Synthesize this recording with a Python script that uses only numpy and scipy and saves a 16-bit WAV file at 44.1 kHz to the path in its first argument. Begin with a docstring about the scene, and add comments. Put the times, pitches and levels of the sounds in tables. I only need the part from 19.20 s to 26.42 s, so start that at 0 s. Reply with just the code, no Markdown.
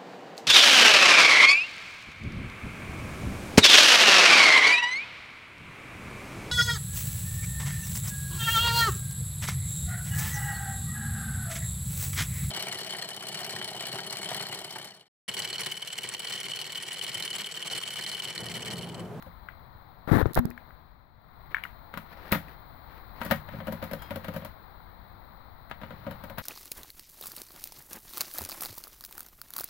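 """Cassette deck at close range

In a quiet room a cassette is slid into a tape deck, the door is pushed shut and the transport clunks through
its steps; a key starts it again. Blows rattle loose parts and ring the chassis, and parts slide in fine grains.
A hand-held camera is close by: fingers shift their grip, rub and bump its two microphone ports and make its
case tick. Noise makes the rubs and decaying sines the rings, over low rumble, a rush of air and hiss."""
import sys
import numpy as np
from scipy.fft import rfft, irfft, next_fast_len
from scipy.io import wavfile

SR = 44100
rng = np.random.default_rng(int(sys.argv[2]) if len(sys.argv) > 2 else 0)


def materialize(psi):
    """Save the field psi as 16-bit PCM at rate SR to the path in sys.argv[1].

    A 1-D psi becomes a single channel; in a 2-D psi each row is a channel.
    """
    bounded = np.clip(np.atleast_2d(psi).T, -1, 1)
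    quanta = np.round(bounded * 32767).astype(np.int16)
    wavfile.write(sys.argv[1], SR, quanta)


N = 318402  # length in samples
T = np.arange(SR // 2) / SR  # seconds since a blow


def amp(db):
    """Decibels to gain."""
    return 10 ** (np.asarray(db) / 20)


def unit(x):
    """Scale to rms 1."""
    return x / np.sqrt(np.mean(x ** 2) + 1e-20)


def fade(t60):
    """Exponential decay after a blow: 60 dB in t60 seconds."""
    return amp(-60 * T / max(t60, 1e-4))


def attack(rise):
    """Smooth onset of a blow with a time constant of rise seconds."""
    return 1 - np.exp(-T / rise)


def along(points, hz):
    """Values at hz, read from (Hz, value) points on a log axis."""
    f, v = np.transpose(points)
    return np.interp(np.log(hz + 1), np.log(f + 1), v)


def sides(lr_db):
    """Left and right gains with a mean of 1 for a left-right difference in dB."""
    g = amp(np.array([np.atleast_1d(lr_db), -np.atleast_1d(lr_db)]) / 2)
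    return g / g.mean(0)


def noise(spectrum, pan=((1, 0),), alike=((1, 0),), size=N):
    """Coloured stereo noise whose middle has rms 1."""
    padded = next_fast_len(size)
    hz = np.fft.rfftfreq(padded, 1 / SR)
    common, apart = rfft(rng.standard_normal((2, padded)))
    # a wider turn mixes in more of the part that is opposite on the two sides
    turn = np.arccos(np.clip(along(alike, hz), -1, 1)) / 2
    pair = common * np.cos(turn) + np.array([apart, -apart]) * np.sin(turn)
    coloured = pair * amp(along(spectrum, hz)) * sides(along(pan, hz))
    x = irfft(coloured)[:, :size]
    return x / x.mean(0).std()


def grain(rate, depth_db, size=N):
    """Random gain of rms 1 with about rate new values a second."""
    knots = rng.standard_normal(size)
    wander = np.interp(np.arange(size) * rate / SR, np.arange(size), knots)
    return unit(amp(depth_db * np.clip(wander, -2, 2)))


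def stroke(s, length, attack_s, release_s):
    """Gain of a movement that starts, holds for its length and dies away."""
    t = np.maximum(np.arange(N) / SR - s, 0)
    hold = np.exp(-np.clip((t - length) / release_s, 0, 50))
    return (1 - np.exp(-t / attack_s)) * hold


def add(track, s, x):
    """Mix a stereo sound in at time s."""
    start = round(s * SR)
    track[:, start:start + x.shape[1]] += x[:, :N - start]


# blows of the cassette, the door and the transport: start_s, level_db, body_db, snap_db
BLOWS = [(0.062, -46.5, 5, -12), (2.739, -31.5, -10, -18), (2.773, -28.5, -8.5, -13),
         (3.119, -19, -9.5, -1), (3.123, -15, -10.5, -14.5), (3.147, -21, -3.5, -13),
         (4.015, -24, -15, -18), (4.032, -37, -18, -5), (4.049, -34.5, -0.5, 1.5), (4.062, -33, -3, -9),
         (4.11, -13, -6.5, -13), (4.118, -30.5, -6, -1), (4.157, -43.5, -3, 1), (4.287, -34, -13, -25),
         (4.335, -39.5, 2, -25), (4.403, -34, -0.5, -28), (4.47, -30, -2, -11), (4.481, -32, 3.5, -17),
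         (4.523, -31, 1, -6), (4.625, -27, -4, -15), (4.639, -36, -2, -1.5), (4.712, -34, 2, -7),
         (4.733, -30.5, -2, -6), (4.82, -34, -37, -6), (4.907, -26.5, -3.5, -13.5),
         (4.958, -31.5, -0.5, -6.5), (5.044, -30, -13, -12.5), (5.082, -29.5, -1, -12.5),
         (5.138, -34, -1, -7), (5.162, -29, -3.5, -8), (5.221, -38.5, -3, -23), (5.248, -32.5, -6, -6.5),
         (6.512, -29.5, -23, -37), (6.614, -35, -7.5, -20), (6.633, -33, -11, -32),
         (6.706, -35.5, -2.5, -24), (6.866, -31.5, 3, -20), (6.91, -31.5, -6.5, -11.5),
         (7.038, -34.5, -5.5, -8.5), (7.098, -36.5, -1, -10), (7.182, -24, -14, -9)]
# tone of the loose parts: pitch_hz, level_db
CLATTER = [(25, -33), (60, -21.5), (200, 9.5), (400, -22.5), (600, -2), (900, -6), (1500, -1), (2100, -6),
           (2600, -10.5), (3800, -12.5), (5500, -32.5), (9000, -41.5), (16000, -53)]
# tone of the bright crack: pitch_hz, level_db
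SNAP = [(1500, -33), (4000, 0.5), (6000, -8.5), (8500, -11.5), (11500, 0.5), (15000, 4.5), (16000, -1),
        (17000, -66)]
# how far the deck sits to the left: pitch_hz, left_minus_right_db
DECK_PAN = [(100, 1.5), (380, 4), (700, 6.5), (1300, 10.5), (2400, 14), (4400, 2), (8000, 3.5), (12000, -2),
            (15000, 6.5)]
# how alike the deck is at the two ports: pitch_hz, likeness (1 = same)
DECK_ALIKE = [(100, 0.92), (640, 0.82), (1400, 0.57), (3000, 0.085)]
USUAL_BLOW_DB, RATTLE_T60_S = -24.5, 0.061  # a blow at the usual level rattles this long
RATTLE_DOUBLES_DB = 32  # a blow harder by this much rattles twice as long
TRAY_SHEET_DB, CLOSED_S = -6, 3.8  # the sheet panels ring less while the door hangs open
LEAD_S, LEAD_DB = .006, -20  # parts graze each other just before they strike


def deck():
    """Each blow cracks, then loose plastic and steel parts rattle; the chassis rings and the room answers."""
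    out = np.zeros((2, N))
    size = len(T)
    for s, db, body_db, snap_db in BLOWS:
        rattle_t60 = RATTLE_T60_S * 2 ** ((db - USUAL_BLOW_DB) / RATTLE_DOUBLES_DB)
        contacts = grain(rate=820, depth_db=4.0, size=size) * attack(0.00076)
        strike = amp(3.5) * fade(0.0064) * attack(0.00055)
        # the slow last term of each envelope is the room's answer
        clatter_gain = strike + contacts * fade(rattle_t60) + amp(-9) * fade(0.24)
        clatter = noise(CLATTER, DECK_PAN, DECK_ALIKE, size) * clatter_gain
        snap_gain = contacts * fade(0.58 * rattle_t60) + amp(-11) * fade(0.22)
        snap = noise(SNAP, DECK_PAN, size=size) * snap_gain
        sheet_db = TRAY_SHEET_DB * (2 < s < CLOSED_S)
        body = chassis(body_db - 0.5, body_db + 1.0 + sheet_db)
        graze = noise(CLATTER, DECK_PAN, DECK_ALIKE, size) * fade(0.068)
        add(out, s - LEAD_S, amp(db + LEAD_DB) * graze)
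        add(out, s, amp(db) * (amp(-10.0) * clatter + amp(snap_db - 5.0) * snap + amp(-2.5) * body))
    return out


# modes of the deck's chassis and panels: pitch_hz, level_db, t60_s
CHASSIS = [(92, -3.5, 0.34), (132.5, -16.5, 0.45), (153.1, -7.5, 0.39), (173.4, 3, 0.17), (217.9, 3, 0.18),
           (284, -1, 0.12), (515.5, -0.5, 0.14), (556.2, 4.5, 0.1), (620, 4.5, 0.062), (737, -12, 0.16),
           (949.6, -3.5, 0.059), (1242, -6.5, 0.063), (1429, -12, 0.058), (1577, -7.5, 0.045),
           (1890, -18, 0.16), (2077, -23.5, 0.15), (2240, -25, 0.17), (2360, -30, 0.057),
           (2960, -21.5, 0.096), (3220, -28, 0.093)]


def chassis(thud_db, panel_db, bass_db=-4, sheet_db=-3, scatter_db=2, detune=.012, rise=0.0041):
    """Blows ring modes at new strengths, shifted by the load; heavy parts drive the frame and sheet panels."""
    ring = 0
    for hz, db, t60 in CHASSIS:
        level, shift, phase, skew = rng.standard_normal(4)
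        weight_db = thud_db + bass_db if hz < 400 else panel_db + sheet_db if hz < 800 else 0
        # high modes reach the two ports out of step
        apart = skew * np.arccos(np.clip(along(DECK_ALIKE, hz), -1, 1))
        shifted_hz = hz * (1 + detune * shift)
        wave = np.sin(2 * np.pi * shifted_hz * T + np.pi * phase + np.array([[0], [apart]]))
        gain = amp(db + weight_db + scatter_db * level) * sides(along(DECK_PAN, hz))
        ring = ring + gain * fade(t60) * wave
    return ring * attack(rise)


# runs of the cam motor: start_s, length_s, drone_db, gear_db
RUNS = [(4.297, 0.083, -40.5, -51.5), (4.44, 0.823, -56, -54.5), (6.6, 0.46, -54.5, -58.5)]
# tone of the drone: pitch_hz, level_db
DRONE = [(60, -16), (100, 7), (170, 4.5), (230, -3), (380, -50.5)]
SPIN_UP_S, SPIN_DOWN_S = 0.015, 0.038


def motor():
    """The motor drones through the chassis while it turns the cam."""
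    load = sum(amp(db) * stroke(s, length, SPIN_UP_S, SPIN_DOWN_S) for s, length, db, _ in RUNS)
    return load * noise(DRONE, DECK_PAN, DECK_ALIKE)


# modes of a small spring: pitch_hz, level_db, t60_s
SPRING = [(3240, -2.5, 0.41), (5030, -8, 0.32), (6700, -23, 0.21), (7262, -17, 0.13), (9771, -23, .25)]
LEAD_IN_S, LEAD_IN_DB = 0.037, -4  # a softer ring fades in shortly before the main ring


def spring(s=4.821, db=-50):
    """A small spring rings and shivers, with a soft lead-in."""
    out = np.zeros((2, N))
    lead_in = amp(LEAD_IN_DB) * attack(0.0076)
    for start, swell in [(s, 1), (s - LEAD_IN_S, lead_in)]:
        ring = 0
        for hz, level, t60 in SPRING:
            wave = np.sin(2 * np.pi * (hz * T + rng.random()))
            shiver = grain(rate=120, depth_db=5.0, size=len(T))
            ring = ring + amp(db + level) * fade(t60) * wave * shiver
        add(out, start, sides(2.6) * swell * ring)
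    return out


# plastic slides on plastic, as the cassette goes in and the door swings: start_s, length_s, level_db
SLIDES = [(2.3, 0.016, -49.5), (2.772, 0.14, -57.5), (2.911, .02, -47.5), (2.961, 0.132, -47),
          (3.185, 0.14, -53), (3.666, 0.12, -53.5), (3.952, 0.15, -46)]
# tone of the sliding plastic and the gears: pitch_hz, level_db
FRICTION = [(300, 4.5), (1000, 3), (1900, 2.5), (2800, -7), (4500, -9.5), (6500, -26.5), (8500, -32),
            (12000, -14.5), (16000, -17), (17000, -48)]
SLIDE_ATTACK_S, SLIDE_RELEASE_S = 0.0054, 0.021
SLIDE_SWELL_DB = 9.5  # the push grows by this much through each slide


def sliding():
    """The cassette shell, the hinge and the gears catch and slip in fine grains."""
    t = np.arange(N) / SR
    push = 0
    for s, length, db in SLIDES:
        swell_db = SLIDE_SWELL_DB * np.clip((t - s) / length - 1, -1, 0)
        push = push + amp(db + swell_db) * stroke(s, length, SLIDE_ATTACK_S, SLIDE_RELEASE_S)
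    gears = sum(amp(db) * stroke(s, length, SPIN_UP_S, SPIN_DOWN_S) for s, length, _, db in RUNS)
    catches = grain(rate=77, depth_db=1.0) * grain(rate=600, depth_db=3)
    return (push + gears) * catches * noise(FRICTION, DECK_PAN, DECK_ALIKE)


# strokes of skin over the ports: start_s, length_s, scrape_db, judder_db, left_minus_right_db
RUBS = [(0.874, 0.037, -27.5, -47, 22), (0.9146, 0.0577, -21, -12.5, 34), (0.978, 0.041, -20.5, -24.5, 24),
        (1.023, 0.096, -40.5, -34.5, 20), (1.159, 0.034, -19.5, -18, 4), (1.202, 0.113, -47, -36.5, 8)]
# fingertips bump a port: start_s, level_db, pitch_hz, left_minus_right_db
BUMPS = [(0.551, -31.5, 106, -3), (0.876, -20.5, 157, 26), (0.9164, -12.5, 114, 34), (1.027, -6.5, 82, 30),
         (1.0571, -3, 370, 42), (1.062, -7.5, 105, 39), (1.1753, 4.5, 640, 20), (1.183, -10, 59.6, -7),
         (1.189, -10, 129, -29), (1.1926, -9.5, 168, 36), (1.253, -9, 182, -20)]
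# skin peels off, mostly at the right port: start_s, level_db
PEELS = [(1.069, -33.5), (1.134, -22.5), (1.1456, -16.5), (1.1532, -16), (1.172, -24), (1.191, -19),
         (1.255, -24.5), (1.304, -29.5)]
# tone of scraping skin: pitch_hz, level_db
SCRAPE = [(100, -1), (300, 2.5), (900, -1.5), (1800, -6), (2800, -26.5), (4000, -22.5), (6000, -54),
          (10000, -44)]
# tone of juddering skin: pitch_hz, level_db
JUDDER = [(15, -15), (50, -13), (130, 1), (220, -6.5), (400, -6.5), (900, -55.5)]
RUB_ATTACK_S, RUB_RELEASE_S = 0.0017, .005
RUB_HISS_DB, RUB_HISS_SPREAD = -29.5, 0.33  # hiss under the scrape; share of the L-R difference that it keeps


def fingers():
    """Skin judders across the ports, bumps them and peels off in sharp ticks."""
    scrape = amp(-8.5) * noise(SCRAPE) * grain(rate=500, depth_db=3)
    judder = amp(-11.0) * noise(JUDDER)
    hiss = amp(RUB_HISS_DB) * noise(SNAP)
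    out = np.zeros((2, N))
    for s, length, scrape_db, judder_db, lr_db in RUBS:
        drag = sides(lr_db) * (amp(scrape_db) * scrape + amp(judder_db) * judder)
        rub_hiss = sides(RUB_HISS_SPREAD * lr_db) * amp(scrape_db) * hiss
        out += stroke(s, length, RUB_ATTACK_S, RUB_RELEASE_S) * (drag + rub_hiss)
    for s, db, hz, lr_db in BUMPS:
        # the skin slaps, and the air trapped in the port swings about once
        slap = amp(-17.0) * noise(SCRAPE, size=len(T)) * fade(0.0088)
        push = np.sin(2 * np.pi * hz * T) * fade(3.96 / hz)
        add(out, s, amp(db - 5.0) * sides(lr_db) * (slap + push) * attack(0.00032))
    for s, db in PEELS:
        add(out, s, amp(db - 11.5) * sides(-9) * noise(SNAP, size=len(T)) * fade(0.0059))
    return out


def camera_ring(s=1.194, hz=242, db=-25, t60=0.36):
    """A low ring in the camera's body follows the cluster of bumps."""
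    out = np.zeros((2, N))
    add(out, s, amp(db) * sides(29) * np.sin(2 * np.pi * hz * T) * fade(t60))
    return out


# small plastic ticks of the camera case, the cassette and the key:
# start_s, level_db, pitch_hz, crack_db, left_minus_right_db
TICKS = [(0.024, -39.5, 1070, 10, -3), (0.2869, -26, 1550, -18, 20), (1.311, -37, 1900, -4, 13.5),
         (1.377, -31.5, 1690, -8, 13), (1.506, -41.5, 1500, -13, 12), (2.3455, -11, 1720, -18.5, 10),
         (2.367, -21, 1640, -16, 10), (2.383, -30.5, 1750, -9, 17), (2.437, -22, 2230, -3, 20),
         (2.452, -23.5, 1490, -13, 11), (2.7743, -26, 1090, 2, 12), (3.124, -13, 2050, -13, 11),
         (3.283, -38, 1950, -0.5, 11), (6.498, -47, 1500, 9, 7), (6.512, -29.5, 1560, -5, 12)]
# modes of a tick: pitch_ratio, level_db, t60_s
CASE = [(0.998, 7.5, 0.0078), (1.28, -7.5, 0.023)]
# tone of the plastic shell: pitch_hz, level_db
CASE_TONE = [(400, -33), (900, 5), (1500, 6.5), (2100, 6), (2700, -4.5), (3300, -7.5), (4200, -16.5),
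             (6000, -53), (9000, -38)]


def ticks():
    """Stiff plastic gives way with a very short ring; a crack spreads wider and the room answers faintly."""
    out = np.zeros((2, N))
    for s, db, hz, crack_db, lr_db in TICKS:
        ring = sum(amp(level) * fade(t60) * np.sin(2 * np.pi * hz * ratio * T) for ratio, level, t60 in CASE)
        crack_gain = amp(crack_db - 15.0) * (fade(0.016) + amp(-21.5) * fade(0.33))
        crack = noise(SNAP, size=len(T)) * crack_gain
        shell_gain = amp(crack_db - 0.5) * fade(0.0066) + amp(-30.5) * fade(0.27)
        shell = noise(CASE_TONE, size=len(T)) * shell_gain
        add(out, s, amp(db) * (sides(lr_db) * (ring + shell) + crack) * attack(0.0009))
    return out


# level of the background: start_s, level_db
ROOM = [(0, 0), (.7, -2.5), (1.5, -1.5), (1.92, -10), (2.25, -0.5), (3.7, 1.5), (4.3, 4), (5.7, -0.64),
        (6.4, -0.9), (7.22, 3)]
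# tone of the low rumble: pitch_hz, level_db
RUMBLE = [(15, -6), (30, -8), (53, -1), (85, -6.5), (130, -8), (200, -13.5), (350, -21.5), (800, -65)]
# tone of the rush of air: pitch_hz, level_db
AIR = [(120, -1), (350, -9), (600, -2), (950, 1.5), (1350, -3.5), (1600, -8), (2100, -9.5), (2800, -27),
       (3400, -19), (4100, -11.5), (4900, -28), (6300, -46), (9000, -59)]
# tone of the microphone hiss: pitch_hz, level_db
HISS = [(3000, -48), (6000, -71), (8500, -21.5), (10500, -15), (12500, -3.5), (14000, -11), (15000, 12),
        (15700, 10), (16050, -12), (16200, -48)]
# how far the background leans to the left: pitch_hz, left_minus_right_db
ROOM_PAN = [(60, 18.5), (110, 7), (350, -0.5), (700, 14.5), (1300, 18), (2400, 8), (4400, 11), (8000, -4),
            (15000, 9)]
RUMBLE_DB, AIR_DB, HISS_DB = -54, -55, -67.5  # where the background level is 0 dB
RUMBLE_FOLLOWS, HISS_FOLLOWS = 0.68, 1.4  # dB for each dB of the background


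def room():
    """Low rumble, a steady rush of air and microphone hiss drift together and sink for a moment."""
    start_s, point_db = np.transpose(ROOM)
    level_db = np.interp(np.arange(N) / SR, start_s, point_db)
    rumble = noise(RUMBLE, ROOM_PAN, [(100, 0.39)]) * grain(rate=26, depth_db=-0.3)
    air = noise(AIR, ROOM_PAN, [(1000, 0.092)])
    hiss = noise(HISS, ROOM_PAN)
    low = amp(RUMBLE_DB + RUMBLE_FOLLOWS * level_db) * rumble
    return low + amp(AIR_DB + level_db) * air + amp(HISS_DB + HISS_FOLLOWS * level_db) * hiss


def scene():
    """The deck, the hand on the camera and the room."""
    machine = deck() + motor() + spring() + sliding()
    return machine + fingers() + camera_ring() + ticks() + room()


TOP_HZ = 16900  # the camera's band limit


def record(dry):
    """The camera keeps nothing above its band limit."""
    size = next_fast_len(N + SR)
    kept = np.fft.rfftfreq(size, 1 / SR) < TOP_HZ
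    return irfft(rfft(dry, size) * kept, size)[:, :N]


dry = scene()
out = record(dry)
materialize(out)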